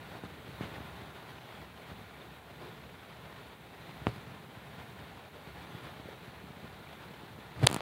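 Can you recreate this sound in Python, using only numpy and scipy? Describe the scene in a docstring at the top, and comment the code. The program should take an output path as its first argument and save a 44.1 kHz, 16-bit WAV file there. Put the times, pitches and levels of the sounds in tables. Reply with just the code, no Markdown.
"""On a wooded bank above a broad river, with the microphone in a hand-held camera.
From the start the water is a quiet, even rush over a low outdoor rumble. Leaves stir, drops fall
and a few bird notes come from far off; close up, the hand shifts and bumps the case now and then.
At the end, right at the microphone, a finger rubs the case, snaps a button and stutters off it."""
import sys
import numpy as np
from scipy import signal
from scipy.fft import rfft, irfft, next_fast_len
from scipy.io import wavfile
from scipy.ndimage import uniform_filter1d, map_coordinates

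SR = 44100
rng = np.random.default_rng(int(sys.argv[2]) if len(sys.argv) > 2 else 0)


def store_wav(level_fs):
    """Save 16-bit WAV to argv[1]."""
    pcm = np.round(np.clip(np.atleast_2d(level_fs), -1, 1) * 32767)
    wavfile.write(sys.argv[1], SR, pcm.T.astype(np.int16))


N = 344421

# The strength of the river as heard from the bank. Each row: time in seconds, strength in dB.
RIVER_STRENGTH = [(0.0, -53), (0.17, -52.5), (0.33, -53.5), (0.52, -51.5), (0.72, -49), (1.2, -52.5),
                  (1.3, -53.5), (1.41, -53.5), (1.53, -52.5), (1.72, -55), (1.9, -53), (2.48, -56),
                  (2.64, -52.5), (2.87, -54.5), (3.52, -54), (3.57, -57), (3.8, -54.5), (4.05, -52),
                  (4.45, -54.5), (4.82, -52.5), (5.15, -54), (5.42, -54), (5.63, -52), (5.88, -52),
                  (6.4, -54), (6.97, -53), (7.5, -54)]


def amp(db):
    """Decibels to gain."""
    return 10 ** (np.asarray(db) / 20)


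def unit(x):
    """Scale to rms 1."""
    return x / np.sqrt(np.mean(x ** 2) + 1e-20)


def along(points, hz):
    """Read (Hz, value) points on a log frequency axis."""
    freqs, values = np.transpose(points)
    return np.interp(np.log(hz + 1), np.log(freqs + 1), values)


def curve(rows):
    """Join (seconds, value) rows into one value per sample."""
    return np.interp(np.arange(N) / SR, *np.transpose(rows))


def wobble(per_second):
    """A smooth curve through so many random knots a second."""
    knots = rng.standard_normal(int(N * per_second / SR) + 4)
    return map_coordinates(knots, [np.arange(N) * per_second / SR])


def swell(start, length):
    """A rounded rise and fall, timed in seconds."""
    return np.sin(np.pi * np.clip((np.arange(N) / SR - start) / length, 0, 1))


def add(track, start, sound):
    """Mix a sound into the track from a start in seconds."""
    span = track[round(start * SR):][:len(sound)]
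    span += sound[:len(span)]


def filtered(x, response):
    """Filter x by a gain given as a function of Hz."""
    size = next_fast_len(N + SR // 2)
    return irfft(rfft(x, size) * response(np.fft.rfftfreq(size, 1 / SR)), size)[:N]


def coloured(x, spectrum):
    """Shape x by (Hz, dB) points, at rms 1."""
    return unit(filtered(x, lambda hz: amp(along(spectrum, hz))))


def patchy(depth_db, size=512):
    """White noise whose strength drifts in patches of time and frequency."""
    cells = signal.stft(rng.standard_normal(N), nperseg=size)[2]
    drift = uniform_filter1d(rng.standard_normal(cells.shape), size=5, axis=0)
    drift = uniform_filter1d(drift, size=14, axis=1)
    return signal.istft(cells * amp(depth_db * unit(drift)), nperseg=size)[1][:N]


def far_tones(rows, width_hz):
    """Short pitched sounds, blurred by distance into narrow bands of noise."""
    out = np.zeros(N)
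    for start, length, pitch, db in rows:
        band = filtered(rng.standard_normal(N), lambda hz: np.exp(-((hz - pitch) / width_hz) ** 2))
        out += amp(db) * swell(start, length) * unit(band)
    return out


def blow(spectrum, soft_hz, low_hz=0, size=8192):
    """A pulse of peak 1: a soft touch dulls it above soft_hz, a light one thins it below low_hz."""
    hz = np.fft.rfftfreq(size, 1 / SR)
    touch = (1 + (hz / soft_hz) ** 2) * (1 + (low_hz / (hz + 1)) ** 2)
    cepstrum = irfft(np.log(amp(along(spectrum, hz)) / touch))
    causal_fold = np.r_[1, np.full(size // 2 - 1, 2), np.zeros(size // 2)]
    pulse = irfft(np.exp(rfft(cepstrum * causal_fold)))
    return pulse / np.abs(pulse).max()


def contacts(rows, body_spectrum):
    """Each contact pushes the case and adds a bright plastic tick."""
    # The tick. Each row: frequency in Hz, level in dB.
    tick_spectrum = [(200, -53), (1000, -22), (4500, 5), (5700, -11), (7000, 3.5), (8000, 1), (9500, 3),
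                     (12000, -5.5), (16000, -10)]
    out, tick = np.zeros(N), blow(tick_spectrum, soft_hz=np.inf)
    for start, body_db, tick_db, *touch in rows:
        add(out, start, amp(body_db) * blow(body_spectrum, *touch))
        add(out, start - 0.0003, -amp(tick_db) * tick)  # the surface is touched before the case gives
    return out


def river():
    """Below the bank, countless ripples merge into one rush that surges a little."""
    # The rush. Each row: frequency in Hz, level in dB.
    rush_spectrum = [(100, -24), (260, -6.5), (420, 1.5), (500, -3.5), (800, -1), (1200, -6.5), (2300, -8),
                     (2800, -12), (3800, -11), (4400, -17), (5100, -28), (7000, -31), (15000, -29.5)]
    # Narrow bands that stand out of it. Each row: centre in Hz, width in Hz, lift in dB.
    bands = [(827, 31, 0.5), (1038, 11, 7), (1425, 66, 5), (1807, 31, 3.5)]

    def band_gain(hz):
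        return amp(sum(db / (1 + (2 * (hz - centre) / width) ** 2) for centre, width, db in bands))

    ripples = filtered(patchy(depth_db=0.78), band_gain)
    level_db = curve(RIVER_STRENGTH) + 0.8
    surge_db = 0.79 * wobble(per_second=30) + 0.35 * wobble(per_second=5.4)
    return amp(level_db + surge_db) * coloured(ripples, rush_spectrum)


def lapping(per_second, fade_s):
    """Wavelets slap the bank at random: brief, dull splashes that overlap."""
    # A splash. Each row: frequency in Hz, level in dB.
    splash_spectrum = [(60, -44), (150, -19), (300, 0.5), (800, -1), (1500, -3.5), (3500, -10), (5000, -20),
                       (12000, -49)]
    slaps = rng.random(N) * (rng.random(N) < per_second / SR)
    t = np.arange(SR // 4) / SR
    envelope = signal.fftconvolve(slaps, t / fade_s * np.exp(1 - t / fade_s))[:N]
    splashes = unit(envelope * coloured(rng.standard_normal(N), splash_spectrum))
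    return amp(curve(RIVER_STRENGTH) - 5.5) * splashes


def gurgles():
    """The water gives soft, low plops some way off."""
    # Each row: start in seconds, length in seconds, pitch in Hz, level in dB.
    plops = [(2.60, 0.11, 378, -50), (5.34, .06, 524, -53.5)]
    return far_tones(plops, width_hz=130)


def drips():
    """Each drop traps a bubble that rings briefly and rises a little in pitch."""
    # Each row: start in seconds, pitch in Hz, peak in dB.
    drops = [(.756, 1840, -44), (2.217, 3570, -48), (6.087, 526, -36), (6.872, 2260, -49)]
    fade_s, relative_rise_per_s = 0.0016, 2.8
    out, t = np.zeros(N), np.arange(SR // 10) / SR
    envelope = t / fade_s * np.exp(1 - t / fade_s)
    for start, hz, db in drops:
        bubble = np.sin(2 * np.pi * hz * (t + relative_rise_per_s * t ** 2 / 2))
        add(out, start, amp(db) * envelope * bubble)
    return out


def bumps():
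    """The hand knocks the case: a thud with a faint tick, then a brief, dense ring of the shell."""
    # Each row: start in seconds, thud peak in dB, bass corner in Hz, softness corner in Hz.
    knocks = [(.237, -31, 90, 450), (.265, -42, 60, 200), (0.609, -26.5, 150, 400), (0.634, -36, 60, 200),
              (.648, -41, 60, 200), (0.782, -37, 140, 400), (.805, -36.5, 110, 300), (1.019, -39, 120, 200),
              (1.915, -37.5, 40, 200), (3.894, -36, 150, 6000), (4.017, -36, 100, 170),
              (4.069, -10.5, 20, 7500), (4.115, -40, 170, 350), (4.571, -40, 120, 200),
              (4.78, -43, 120, 250), (5.472, -40.5, 100, 200), (5.748, -39.5, 110, 170),
              (5.998, -38, 110, 400), (6.056, -39, 130, 300), (6.278, -41, 110, 180), (6.44, -43, 100, 180),
              (6.503, -40.5, 110, 180), (6.569, -42, 110, 180), (6.643, -41.5, 100, 180),
              (7.108, -41, 150, 400), (7.234, -39, 140, 400), (7.387, -43, 150, 400),
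              (7.6175, -33, 270, 350), (7.6276, -25.5, 350, 450), (7.634, -21.5, 320, 380),
              (7.6434, -26, 450, 450), (7.654, -30, 330, 380)]
    # The thud. Each row: frequency in Hz, level in dB.
    thud_spectrum = [(25, -40), (42, -21), (62, 1.5), (85, 3), (150, 4), (300, -1), (500, -6), (1150, -6.5),
                     (1600, -16), (2700, -16), (4500, -31.5), (8000, -50), (16000, -66)]
    tick_db, ring_db = -29, -17.5  # relative to the thud
    ring_fade_s, ring_low_hz = 0.02, 350
    rows = [(start, db, db + tick_db, soft_hz, low_hz) for start, db, low_hz, soft_hz in knocks]
    thuds = contacts(rows, thud_spectrum)
    t = np.arange(SR // 10) / SR
    tail = rng.standard_normal(len(t)) * np.exp(-t / ring_fade_s)
    tail = signal.sosfilt(signal.butter(2, ring_low_hz, "highpass", fs=SR, output="sos"), tail)
    ring = signal.fftconvolve(thuds, tail / np.linalg.norm(tail))[:N]
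    return thuds + amp(ring_db) * ring


def rubbing():
    """Skin slides next to the microphone, shaking the case and scuffing it in fine grains."""
    # Each row: start in seconds, length in seconds, shudder level in dB, scuff level in dB.
    rubs = [(0.06, 0.18, -52, -60), (0.224, 0.052, -46, -50), (1.853, 0.12, -55, -63),
            (3.99, 0.32, -52.5, -55), (4.064, 0.04, -35.5, -48.5), (5.802, 0.1, -49, -52.5),
            (7.527, 0.22, -39, -48.5), (7.624, 0.034, -25.5, -38.5), (7.645, 0.2, -59.5, -43.5)]
    # The low shudder and the brighter scuff. Each row: frequency in Hz, level in dB.
    shudder_spectrum = [(30, -45), (50, -24), (66, 5), (90, 1.5), (125, 11), (175, -3), (280, -2),
                        (480, -8.5), (900, -19.5), (3000, -59)]
    scuff_spectrum = [(100, 3), (400, 1.5), (1400, 2.5), (3000, -4.5), (4500, -7), (5600, -18.5),
                      (9500, -18.5), (15000, -30)]
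    shudder = coloured(rng.standard_normal(N), shudder_spectrum)
    grains = rng.standard_normal(N) * amp(3.1 * wobble(per_second=600))
    scuff = coloured(grains, scuff_spectrum)
    return sum(swell(start, length) ** 2 * (amp(shudder_db) * shudder + amp(scuff_db) * scuff)
               for start, length, shudder_db, scuff_db in rubs)


def sleeve():
    """Soft cloth brushes past the case in one dull sweep."""
    # The cloth. Each row: frequency in Hz, level in dB.
    cloth_spectrum = [(50, -4), (160, 17.5), (300, 3), (600, -2), (1500, 3.5), (3000, -3), (4400, -14),
                      (5400, -20), (8000, -23), (15500, -28)]
    cloth = coloured(rng.standard_normal(N), cloth_spectrum)
    return amp(-43.5) * swell(start=0.593, length=0.081) * cloth


def button():
    """The button squeaks, snaps home and gives a small click; a lone dull tick sounds at the end."""
    # Each row: start in seconds, body peak in dB, tick peak in dB, softness corner in Hz.
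    clicks = [(7.6669, -23, -24, 3000), (7.6687, -18.5, -24, 3000), (7.671, 1.5, -19, 12000),
              (7.6897, -32, -34, 4000), (7.8063, -24, -55, 1400)]
    # The squeak and the snap. Each row: frequency in Hz, level in dB.
    squeak_spectrum = [(500, -11), (4500, -13), (6500, -30), (8000, -8), (9600, 1), (11000, -10),
                       (13000, -22), (15000, -32)]
    snap_spectrum = [(100, -60), (300, -12), (600, 1), (1400, -5.5), (2300, -4), (3300, 1), (4800, -1),
                     (5400, -13.5), (6500, -4.5), (7800, -17), (15000, -25)]
    friction = coloured(rng.standard_normal(N), squeak_spectrum)
    squeak = amp(-18.5) * swell(start=7.6657, length=0.0073) ** 2 * friction
    return squeak + contacts(clicks, snap_spectrum)


def finger_stutter():
    """The finger sticks and slips as it leaves the case: crisp knocks that spread out and grow."""
    # Each row: start in seconds, thud peak in dB, tick peak in dB.
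    slips = [(7.7005, -24.5, -28), (7.7137, -21, -24), (7.7289, -21.5, -20.5), (7.7448, -20, -16),
             (7.7639, -18.5, -25)]
    # The thud of a slip. Each row: frequency in Hz, level in dB.
    slip_spectrum = [(30, -42), (80, -7), (130, 4), (220, 3), (330, 1), (500, -6.5), (950, -4), (1700, -17),
                     (2800, -18.5), (4500, -20), (8000, -47), (16000, -66)]
    soft_hz = 6500
    return contacts([(*slip, soft_hz) for slip in slips], slip_spectrum)


def leaves():
    """Leaves on the bank stir in soft swells, with a thin sizzle on top."""
    # Each row: start in seconds, length in seconds, level in dB.
    stirs = [(0.03, 0.19, -54), (1.26, 0.082, -53), (1.43, 0.25, -56.5), (1.858, 0.088, -54.5),
             (2.573, .14, -57.5), (4.76, 0.094, -57.5), (5.538, 0.13, -57.5), (5.72, 0.32, -59)]
    # The rustle. Each row: frequency in Hz, level in dB.
    leaf_spectrum = [(150, -9), (600, 6), (1500, 4), (3000, -3), (4400, -5.5), (5400, -17), (8000, -22),
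                     (13000, -19), (15500, -21)]
    rustle = coloured(patchy(depth_db=3.5), leaf_spectrum)
    return rustle * sum(amp(db) * swell(start, length) for start, length, db in stirs)


def birds():
    """A few faint, high notes reach the microphone from far off."""
    # Each row: start in seconds, length in seconds, pitch in Hz, level in dB.
    notes = [(1.26, .28, 6150, -81), (1.38, 0.34, 3400, -68), (5.65, .11, 6200, -77.5),
             (5.67, 0.14, 3400, -62), (5.84, 0.23, 3060, -72)]
    return far_tones(notes, width_hz=180)


def rumble():
    """The low, uneven murmur of open air swells and sinks with the rush."""
    # The murmur. Each row: frequency in Hz, level in dB.
    air_spectrum = [(20, -32), (33, -29), (45, -17), (56, -11), (67, 2), (85, -2.5), (115, 0.5), (170, 0.5),
                    (215, -4), (300, -10), (600, -40)]
    river_db = curve(RIVER_STRENGTH)
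    level_db = -54 + (river_db - river_db.mean()) + 1.1 * wobble(per_second=13)
    return amp(level_db) * coloured(rng.standard_normal(N), air_spectrum)


def scene():
    """The river bank in mono, with the hand close to the microphone."""
    water = river() + lapping(per_second=260, fade_s=0.0031) + gurgles() + drips()
    outdoors = water + rumble() + leaves() + birds()
    hand = bumps() + rubbing() + sleeve() + button() + finger_stutter()
    return (outdoors + hand)[None]


def record(dry):
    """The camera cuts the deepest bass, adds its own hiss and keeps nothing above its band limit."""
    # The hiss. Each row: frequency in Hz, level in dB.
    hiss_spectrum = [(100, 6), (5000, -2), (9000, 0), (15500, 1)]
    low_cut_hz, top_hz = 42, 15850
    sound = signal.sosfilt(signal.butter(2, low_cut_hz, "highpass", fs=SR, output="sos"), dry[0])
    hiss = amp(-69.0) * coloured(rng.standard_normal(N), hiss_spectrum)
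    return filtered(sound + hiss, lambda hz: np.clip((top_hz - hz) / 100, 0, 1))[None]


dry = scene()
out = record(dry)
store_wav(out)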